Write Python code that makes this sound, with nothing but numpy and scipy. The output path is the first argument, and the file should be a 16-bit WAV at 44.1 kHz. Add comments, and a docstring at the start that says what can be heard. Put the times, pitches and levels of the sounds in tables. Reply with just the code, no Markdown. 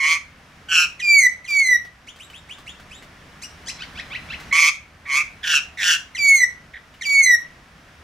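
"""A harsh squawk opens; loud falling whistles, yelps and soft rising chatter follow from a magpie close by.
It sits on a veranda rail on a wet day. Its voice is a stack of harmonics: clean in the whistles, with a
faint rasp, and shaken by a fast flutter in the squawks. Veranda and fence answer with early copies of the
sound and a short noise tail; behind are a low outdoor rumble and a wet hiss, both coloured noise,
and a few drips made of noise bursts and short rings."""
import sys
import numpy as np
from scipy import signal
from scipy.fft import rfft, irfft, next_fast_len
from scipy.io import wavfile
from scipy.ndimage import map_coordinates

SR = 44100
rng = np.random.default_rng(int(sys.argv[2]) if len(sys.argv) > 2 else 0)


def wrap_up_sound(samples):
    """Save the sound to the file named by the first command line argument, as 16-bit audio."""
    columns = np.atleast_2d(samples).T
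    # keep every value between -1 and 1, then stretch to whole-number steps
    tamed = np.clip(columns, -1, 1)
    steps = np.round(tamed * 32767).astype(np.int16)
    wavfile.write(sys.argv[1], SR, steps)


N = 354211
TIME = np.arange(N) / SR  # s
FFT_SIZE = next_fast_len(N + SR, True)
BINS = np.fft.rfftfreq(FFT_SIZE, 1 / SR)  # Hz


def amp(db):
    """Decibels to gain."""
    return 10 ** (np.asarray(db) / 20)


def unit(x):
    """Scale to rms 1."""
    return x / np.sqrt(np.mean(x ** 2) + 1e-20)


def ramp(x):
    """Keep between 0 and 1."""
    return np.clip(x, 0, 1)


def clock(length):
    """The times of the samples of one call."""
    return TIME[:int(length * SR)]


def along(points, hz):
    """(frequency [Hz], value) points read on a log frequency axis."""
    f, v = np.transpose(points)
    return np.interp(np.log(np.abs(hz) + 1), np.log(f + 1), v)


def filtered(x, response):
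    """The full-length x through a response given on BINS."""
    return irfft(rfft(x, FFT_SIZE) * response, FFT_SIZE)[..., :N]


def shaped(x, gain):
    """One call through a gain that is a function of frequency."""
    m = next_fast_len(len(x) + 4096, True)
    return irfft(rfft(x, m) * gain(np.fft.rfftfreq(m, 1 / SR)), m)[:len(x)]


def wobble(rate, size=N):
    """A smooth random curve of rms 1, rate knots a second."""
    knots = rng.standard_normal(int(size * rate / SR) + 4)
    return unit(map_coordinates(knots, [TIME[:size] * rate]))


def noise(spectrum):
    """Coloured noise of rms 1."""
    return unit(filtered(rng.standard_normal(N), amp(along(spectrum, BINS))))


def turns(hz):
    """Running phase [rad] of a frequency curve."""
    return 2 * np.pi * np.cumsum(hz) / SR


def stack(pitch, gain, count):
    """Harmonics of a pitch curve, one row each, weighted by gain at their momentary frequency."""
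    phase = turns(pitch)
    rows = []
    for k in range(1, count + 1):
        hz = k * pitch
        audible = hz < SR / 2
        rows.append(gain(hz) * audible * np.sin(k * phase + rng.uniform(0, 2 * np.pi)))
    return np.array(rows)


def edges(t, edge):
    """A gate that opens and closes within edge seconds."""
    return ramp(np.minimum(t, t[-1] - t) / edge)


def glide(t, start, end, bend):
    """From start to end over a call; bend 1 levels off, above 1 arches over, below 0 speeds up."""
    u = t / t[-1]
    return start + (end - start) * (u + bend * u * (1 - u))


def add(track, s, sound):
    """Mix a sound in at time s, or at the very start if s is negative."""
    part = track[max(round(s * SR), 0):][:len(sound)]
    part += sound[:len(part)]


def squawks():
    """Harsh calls, coloured by the posture of neck and bill."""
    # throat and bill in three postures: (frequency [Hz], level [dB])
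    half_shut = [(700, -16.5), (1150, -14), (1550, -1.5), (2250, 3), (2850, 2), (3300, -12), (3750, -17.5),
                 (4200, -7.5), (4550, -17), (4900, -9), (5300, -14), (6400, -7.5), (7500, -21.5),
                 (8500, -20), (11500, -29.5), (15000, -39)]
    neck_stretched = [(900, -11.5), (1500, -3), (2050, -1.5), (2400, 16), (2750, 6), (3100, -3), (3400, -7),
                      (3900, -14), (4650, -17.5), (5000, -22), (5450, -3.5), (6400, -16), (7100, -13.5),
                      (9000, -28.5), (11500, -29), (15500, -40)]
    bill_wide = [(900, -25), (1550, -6.5), (2300, 2), (2800, 2), (3100, -8.5), (3500, -7.5), (4400, -14),
                 (5000, -8), (5700, -1), (6500, -7.5), (7200, -9.5), (9000, -19.5), (11500, -22),
                 (15500, -33)]
    # calls: (time [s], length [s], attack [s], swell [dB], release [s], level [dB], start [Hz], end [Hz],
    # bend, sag after [s], sag [Hz], start flutter [Hz], end flutter [Hz], start roughness [0-1],
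    # end roughness [0-1], treble against body [dB], posture)
    calls = [(-.004, .18, 0.17, 7, 0.071, -16, 1097, 1169, -0.37, 0.034, 30.2, 153.9, 158, 0.39, 0.33, -2, "half shut"),
             (0.685, 0.18, 0.053, 15, 0.05, -15.5, 1535, 1360, -0.85, .1, 43.6, 167.4, 158.6, 0.6, 0.48, -5, "stretched"),
             (4.525, 0.18, 0.032, -1.5, 0.02, -16, 1100, 1191, 1.36, 0.12, 56, 165.6, 150.5, 0.51, 0.21, 1.5, "half shut"),
             (5.059, 0.17, 0.12, 27.5, 0.059, -16, 1145, 1230, -0.59, 0.068, 64, 149, 146, 0.78, 0.31, -2.5, "half shut"),
             (5.43, 0.17, 0.11, 13.5, 0.04, -16.5, 1733, 1386, 0, 0.0325, 57.4, 167.2, 143.2, 0.83, 0.36, -6, "wide open"),
             (5.772, 0.2, 0.15, 17, 0.061, -15, 1997, 1490, 0.7, 0.077, 80, 200.5, 153.3, 0.77, 0.4, -3.5, "wide open")]
    postures = {
        "half shut": dict(throat=half_shut, split_hz=2400, swing=0.089, throb_db=2.5,
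                          jitter=0.037, chaos=0.33, low_sway=0.79),
        "stretched": dict(throat=neck_stretched, split_hz=3900, swing=0.09, throb_db=0.6,
                          jitter=0.031, chaos=0.28, low_sway=1.3),
        "wide open": dict(throat=bill_wide, split_hz=4130, swing=0.11, throb_db=1.5,
                          jitter=0.037, chaos=1.5, low_sway=1.19)}
    out = np.zeros(N)
    for s, *row, posture in calls:
        add(out, s, squawk(row, **postures[posture]))
    return out


def squawk(row, throat, split_hz, swing, throb_db, jitter, chaos, low_sway):
    """A fast flutter of the syrinx swings pitch and loudness, so each harmonic splits into sidebands."""
    (length, attack, swell_db, release, level_db, start_hz, end_hz, bend, sag_at, sag_hz,
     flutter_from, flutter_to, rough_from, rough_to, treble_db) = row
    fade_db, curve = 13, 1.97  # drop over the release; bow of attack and release
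    treble_lag_db, treble_lag_s = 12.5, 0.072  # the call starts dull and brightens
    calm_onset, calm_s = 0.37, 0.029  # share of the swing missing at the start, and for how long
    sag_s = 0.02786  # the pitch sags briefly in mid-squawk
    t = clock(length)
    shake = lambda rate: wobble(rate, size=len(t))

    fade = ramp(1 - (length - t) / release) ** curve
    db = level_db - swell_db * ramp(1 - t / attack) ** curve - fade_db * fade
    rough = glide(t, rough_from, rough_to, 0)
    flutter_hz = glide(t, flutter_from, flutter_to, bend=0.21) * (1 + 0.137 * rough * shake(204))
    flutter = turns(flutter_hz)

    # the pitch lingers at both ends of its swing
    grip = 1 - ramp(calm_onset) * np.exp(-(t / calm_s) ** 2)
    sway = grip * (swing * np.tanh(1.32 * np.sin(flutter)) + jitter * rough * shake(700))
    centre = glide(t, start_hz, end_hz, bend) - sag_hz * np.exp(-((t - sag_at) / sag_s) ** 2)
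    pitch = centre * (1 + sway)
    throb = amp(throb_db * np.cos(flutter + 0.67) + 2 * rough * shake(341.5))

    # each harmonic waxes and wanes on its own; the fundamental sways by its own share
    overtones = stack(pitch, lambda hz: amp(2 * shake(70)), count=13)[1:].sum(axis=0)
    fundamental = amp(2 * shake(92.3)) * np.sin(turns(centre * (1 + low_sway * sway)))
    source = unit(fundamental + overtones)
    # at its roughest the cycles alternate irregularly and fill the gaps between harmonics
    source = source * (1 + chaos * (grip * rough) ** 2 * shake(501) * np.sin(turns(pitch) / 2))
    air = amp(-25) * rng.standard_normal(len(t))
    voice = shaped(throb * (source + air), lambda hz: amp(along(throat, hz)))

    # the treble comes up after the start and drops away in the release
    body = shaped(voice, lambda hz: 1 / (1 + (hz / split_hz) ** 12))
    bright = amp(treble_db - treble_lag_db * np.exp(-t / treble_lag_s) - 11 * fade)
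    balanced = (unit(body) + bright * unit(voice - body)) / np.sqrt(1 + bright ** 2)
    return edges(t, edge=0.002) * amp(db) * balanced


def whistles():
    """Each whistle breaks in with a low yelp and a swoop from above onto its top pitch."""
    # they sag to a knee, then fall faster; each opens and closes softly within 11 ms:
    # (time [s], length [s], attack [s], level [dB], top [Hz], knee after [s], knee [Hz], end [Hz],
    # break after [s], break width [s], break dip [dB], shudder [Hz], second harmonic [dB],
    # third harmonic [dB], yelp lead [s], yelp level [dB])
    calls = [(1.02, 0.26, 0.13, -11.5, 2434, 0.14, 2292, 1982, 0.2, 0.014, 8, 89.6, 0.5, 3.5, 0.027, -32),
             (1.481, .289, 0.16, -13.5, 2374, 0.12, 2223, 1943, 0.17, 0.037, 5.5, 41.5, 0.5, 0.5, 0.038, -39),
             (6.182, 0.27, 0.15, -12, 2342, .205, 2136, 1964, 0.21, 0.021, 10.5, 70.3, 2, 4, 0.035, -30),
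             (7.051, 0.31, 0.19, -12, 2297, 0.15, 2211, 1914, 0.1934, 0.017, 11, 89.2, 1.5, 3, 0.041, -29.5)]
    yelp_s, swoop_s, swoop_hz, swoop_db = 0.022, 0.029, 3460, -4  # swoop level is against the yelp
    out = np.zeros(N)
    for s, length, attack, level_db, top_hz, *shape, yelp_lead, yelp_db in calls:
        yelp_pitch = glide(clock(yelp_s), 2200, 1847, bend=0.26)
        yelp = note(yelp_pitch, rough=0.31, upper_hz=5900, upper_db=-7, tilt=.8)
        swoop_pitch = glide(clock(swoop_s), swoop_hz, top_hz, bend=-0.24)
        swoop = note(swoop_pitch, rough=0.41, upper_hz=6000, upper_db=-5.5, tilt=0.52)
        add(out, s - yelp_lead, amp(yelp_db) * yelp)
        add(out, s - .8 * swoop_s, amp(yelp_db + swoop_db) * swoop)
        add(out, s - .004, whistle(length + 0.0038, attack, level_db, top_hz, *shape))
    return out


def whistle(length, attack, level_db, top_hz, knee_s, knee_hz, end_hz, break_s, break_width, dip_db,
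            shudder_hz, second_db, third_db):
    """A swelling, falling tone that stumbles at a register break, with a faint rasp between its harmonics."""
    # the throat colours the second and third harmonics: (frequency [Hz], level [dB])
    throat = [(3800, -28.5), (4200, -21.5), (4450, -24.5), (4700, -10), (4900, -19.5), (5650, -17),
              (6050, -17.5), (6500, -21), (6900, -21.5), (7300, -38.5)]
    # higher overtones beside the third: (frequency [Hz], level [dB])
    overtone_levels = [(7600, -18.5), (8500, -7.5), (9600, -20.5), (11300, -15.5), (13500, -23.5),
                       (16000, -34)]
    # colour of the rasp: (frequency [Hz], relative level [dB])
    rasp_colour = [(500, -53), (1150, -7.5), (1700, -11), (2300, -22), (2800, -10), (3400, -6.5),
                   (4000, -5), (5000, -11.5), (5700, 0), (7500, -11), (9000, -10.5), (12000, -17),
                   (16000, -17)]
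    swell_db, curve, overtone_swell = 15.5, 2, 0.57  # crescendo, its bow, the overtones' share of it
    overshoot_hz, settle_s = 94.3, 0.0137  # it starts sharp and settles
    break_drop_hz = 51.6  # the pitch steps down at the break
    break_bright_db = 4  # there, the fundamental dips and the third harmonic grows louder
    shudder_db, shudder_s = 5, 0.059  # depth and life of the shudder after the break
    rasp_db, rasp_fade_db = -55, 11.5  # before the mixing gains below; loss after the knee
    t = clock(length)
    shake = lambda rate: wobble(rate, size=len(t))

    stumble = np.exp(-((t - break_s) / break_width) ** 2)
    broken = ramp(.5 + (t - break_s + break_width / 2) / (2 * break_width))
    pitch = np.interp(t, [0, knee_s, length], [top_hz, knee_hz, end_hz])
    pitch += overshoot_hz * np.exp(-t / settle_s) - break_drop_hz * broken
    unsteady = (.0018 + .008 * stumble) * shake(170) + .0018 * shake(900)
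    phase = turns(pitch * (1 + unsteady))

    effort = -swell_db * ramp(1 - t / attack) ** curve
    shudder_phase = turns(shudder_hz * (1 + 0.28 * shake(40)))
    shudder = shudder_db * broken * np.exp(-np.abs(t - break_s) / shudder_s) * np.sin(shudder_phase)
    overtone = lambda k: overtone_swell * effort + along(throat, k * pitch) + 3.0 * shake(55.7)
    third = third_db + overtone(2.983)
    levels = [effort + shudder + stumble * (1.36 * shake(172) - dip_db),
              second_db + overtone(2.032),
              third + break_bright_db * stumble]
    levels += [third + along(overtone_levels, k * pitch) + 2 * shake(23.1) for k in range(4, 9)]
    harmonics = [amp(level_db + db) * np.sin(k * phase) for k, db in enumerate(levels, 1)]
    tone = np.sqrt(2) * sum(harmonics)

    # alternate cycles differ at random, which puts fuzzy lines halfway between the harmonics
    halves = sum(shake(455.7) * np.sin((k + .5) * phase) for k in range(7))
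    airy = lambda x: unit(shaped(x, lambda hz: amp(along(rasp_colour, hz))))
    rattle = amp(4 * shake(160))
    rasp = rattle * (0.62 * airy(halves) + 1.55 * airy(rng.standard_normal(len(t))))
    rasp_gain = 2 * amp(rasp_db - rasp_fade_db * ramp((t - knee_s) / .04))
    return edges(t, edge=0.011) * (tone + rasp_gain * rasp)


def yelps():
    """Brief hoarse notes, ahead of a squawk or on their own: gliding harmonics with a jittered pitch."""
    # (time [s], length [s], start [Hz], end [Hz], level [dB], roughness [0-1])
    calls = [(4.509, 0.019, 1950, 2126, -28, 0.5), (5.053, 0.024, 2080, 1850, -40, .72),
             (6.734, .05, 2040, 1870, -38.5, 0.79)]
    out = np.zeros(N)
    for s, length, start_hz, end_hz, db, rough in calls:
        pitch = glide(clock(length), start_hz, end_hz, bend=0.43)
        add(out, s, amp(db) * note(pitch, rough, upper_hz=5640, upper_db=-37, tilt=1.9))
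    return out


def chirps():
    """Soft, grainy rising chatter: arched chirps, then notes that creep up and end in a flick."""
    # arched chirps: (time [s], length [s], end [Hz], level [dB], upper throat resonance [Hz], its level [dB])
    arches = [(2.067, 0.057, 3440, -44, 6000, -12), (2.186, 0.086, 3780, -46.5, 7400, -12.5),
              (2.324, 0.077, 3610, -46, 7850, -18), (2.484, 0.077, 3500, -41.5, 7250, -18.5),
              (2.659, 0.074, 3536, -41.5, 6900, -17), (2.895, 0.11, 3755, -47, 6500, -12.5),
              (3.417, 0.042, 2853, -37, 5840, 2)]
    # flicks: (time [s], length [s], start [Hz], end [Hz], level [dB], upper throat resonance [Hz],
    # its level [dB])
    flicks = [(3.655, .057, 1418, 3810, -33, 5600, 6.5), (3.782, 0.065, 1074, 2543, -37.5, 4140, -5.5),
              (3.945, 0.067, 1034, 2890, -36, 4600, -12.5), (4.099, .072, 996, 3350, -32.5, 4400, -25),
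              (4.277, 0.077, 1061, 3285, -35, 4430, -19)]
    creep, power = 0.23, 3.6  # slow share of a flick's rise, steepness of the rest
    out = np.zeros(N)
    for s, length, end_hz, db, upper_hz, upper_db in arches:
        pitch = glide(clock(length), 1517, end_hz, bend=1.55)
        add(out, s, amp(db) * note(pitch, 0.22, upper_hz, upper_db))
    for s, length, start_hz, end_hz, db, upper_hz, upper_db in flicks:
        u = clock(length) / length
        pitch = start_hz + (end_hz - start_hz) * (creep * u + (1 - creep) * u ** power)
        add(out, s, amp(db) * note(pitch, 0.26, upper_hz, upper_db, swell_db=14, tilt=0.55))
    return out


def note(pitch, rough, upper_hz, upper_db, swell_db=0, tilt=0):
    """A short grainy note of rms 1 through two throat resonances; harmonic k falls as k to the power tilt."""
    n = len(pitch)
    u = np.linspace(0, 1, n)
    peak = lambda hz, centre, octaves: 1 / (1 + (np.log2(hz / centre) / octaves) ** 2)
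    lower = lambda hz: peak(hz, 2650, 0.49) / (1 + (hz / 4000) ** 6)
    upper = lambda hz: amp(upper_db) * peak(hz, upper_hz, 0.43) / (1 + (hz / 13000) ** 6)
    swell = np.abs(np.sin(np.pi * u)) ** .7 * amp(swell_db * u + 3 * wobble(260, size=n))
    grainy_pitch = pitch * (1 + 0.11 * rough * wobble(793, size=n))
    gain = lambda hz: (lower(hz) + upper(hz)) * (pitch / hz) ** tilt
    return unit(stack(grainy_pitch, gain, count=6).sum(axis=0) * swell)


def linger(x):
    """Two narrow bands of the chatter hang in the air: a decaying noise tail through band filters."""
    # (centre [Hz], width between the -6 dB points [Hz], level [dB])
    narrow_bands = [(4080, 150, -1), (5400, 230, -4)]
    t60 = 0.72  # s
    t = clock(.6)
    bands = sum(amp(db - 6 * ((BINS - hz) / (width / 2)) ** 2) for hz, width, db in narrow_bands)
    tail = rng.standard_normal(len(t)) * amp(-60 * t / t60)
    return filtered(signal.fftconvolve(x, tail / np.linalg.norm(tail))[:N], bands)


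def drips():
    """Drops hit rail and leaves: a soft splash of noise and a very short ring."""
    # drips and ticks: (time [s], level before the trim and colouring below [dB], pitch [Hz])
    drops = [(1.8484, -30.5, 1880), (2.16, -31, 3200), (2.3003, -29, 3010), (2.5842, -29, 1160),
             (2.595, -46, 1490), (2.7975, -31, 1560), (3.0245, -29, 2050), (4.4002, -24, 2060),
             (6.9404, -35, 2890)]
    out, t = np.zeros(N), np.arange(SR // 20) / SR
    for s, db, hz in drops:
        splash = 0.72 * rng.standard_normal(len(t)) * amp(-60 * t / 0.16)
        ring = .5 * np.sin(2 * np.pi * hz * t) * amp(-60 * t / 0.065)
        add(out, s, amp(db - 13.0) * (splash + ring))
    return filtered(out, amp(along([(3000, 7.0), (14000, -13)], BINS)))


def yard(x, tail_db):
    """Rail, posts, wall and fence throw back early copies; the yard adds a short tail of decaying noise."""
    # early reflections: (delay [s], level [dB], share of the sound that goes left [0-1])
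    walls = [(.0027, -14, 0.51), (.0132, -15, 0.86), (0.0203, -21, 0.73), (.031, -34.5, 0.31),
             (0.046, -45, .45), (0.07, -23.5, 0.43)]
    # time the tail takes to fall by 60 dB: (frequency [Hz], t60 [s])
    decay = [(500, 0.21), (2200, 0.35), (6000, 0.27), (12000, 0.29)]
    hz, t, z = signal.stft(rng.standard_normal((2, SR * 3 // 5)), SR, nperseg=256)
    colour = amp(along([(1200, -1.5), (2500, -4), (6000, -0.5), (13000, -6.5)], hz))[:, None]
    fall = amp(-60 * t / along(decay, hz)[:, None])
    tail = signal.istft(z * fall * colour, SR, nperseg=256)[1]
    tail = tail[0] + 0.71 * np.array([tail[1], -tail[1]])  # middle plus and minus side
    tail *= ramp(np.arange(tail.shape[1]) / SR / 0.0033)  # fades in over 3.3 ms
    response = amp(tail_db) * tail / np.linalg.norm(tail[0])
    for delay, db, left in walls:
        response[:, int(delay * SR)] += 2 * amp(db) * np.array([left, 1 - left])
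    return signal.fftconvolve(x[None], response, axes=1)[:, :N]


def background():
    """Distant rumble and wet hiss: coloured noise, swelling and sinking together."""
    # swell of the whole background: (time [s], level [dB])
    swell = [(0, -1.5), (.6, 3), (1.3, -1), (2, -1), (2.6, 3), (3.3, 4.5), (3.9, 7.5), (4.5, 10),
             (4.58, -3.5), (5.3, 3.5), (6.6, .5), (8.03, 2)]
    # colour of the rumble: (frequency [Hz], relative level [dB per Hz])
    rumble_colour = [(12, -43), (20, -9), (75, 2.5), (107, -4), (169, -2), (203, -6.5), (245, -7),
                     (381, -15), (600, -12.5), (780, -13), (1320, -120)]
    # colour of the hiss: (frequency [Hz], relative level [dB per Hz])
    hiss_colour = [(250, 0.5), (500, -5), (1000, 5.5), (1800, 6.5), (3000, -0.5), (4300, -6.5), (5500, -6),
                   (7500, -14), (11000, -18.5), (15500, -27)]

    def stereo(spectrum, side_db):
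        """Noise in the middle, with separate noise of opposite sign on the two sides."""
        mid, side = noise(spectrum), amp(side_db) * noise(spectrum)
        return np.array([mid + side, mid - side])

    hiss = amp(-53.5 + 0.16 * wobble(14)) * stereo(hiss_colour, side_db=-6)
    rumble = amp(-53.5 + wobble(14)) * stereo(rumble_colour, side_db=-41)
    return amp(np.interp(TIME, *np.transpose(swell))) * (rumble + hiss)


def scene():
    """The bird before a close pair of microphones, its echoes and the wet garden."""
    # direct sound, left minus right: (frequency [Hz], level difference [dB])
    lean = [(1200, -0.5), (1600, -2.5), (1900, -2.3), (2500, -3.5), (3700, -0.5), (4700, 2.5), (5900, 5),
            (6700, -5.5), (7400, -6.5), (8100, 1), (9000, 6.5), (10500, -4), (14000, 2)]
    # direct sound, phase by which left leads: (frequency [Hz], lead [rad])
    lead = [(1000, 0), (1500, .1), (1950, .2), (2400, -0.3), (2900, 1), (3300, 0.49), (4250, 1), (5400, 1),
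            (5900, -0.7), (7000, -1.1), (7600, 1), (9000, 0.66), (9700, -0.6), (13000, .1)]
    chatter = chirps()
    bird = squawks() + whistles() + yelps() + chatter
    sides = np.array([[.5], [-.5]])  # left, right
    pair = amp(sides * along(lean, BINS)) * np.exp(1j * sides * along(lead, BINS))
    direct = filtered(bird, pair)
    drops = drips()
    # with the head lowered, more of the chatter arrives by way of the yard
    echoes = yard(bird + 0.73 * chatter + drops, tail_db=-11.5)
    return direct + drops + linger(chatter) + echoes + background()


def record(dry):
    """The highest peaks are rounded off towards 0.85 of full scale; nothing from 15.78 kHz up is kept."""
    rounded = dry / (1 + np.abs(dry / .85) ** 8) ** (1 / 8)
    return filtered(rounded, BINS < 15780)


dry = scene()
out = record(dry)
wrap_up_sound(out)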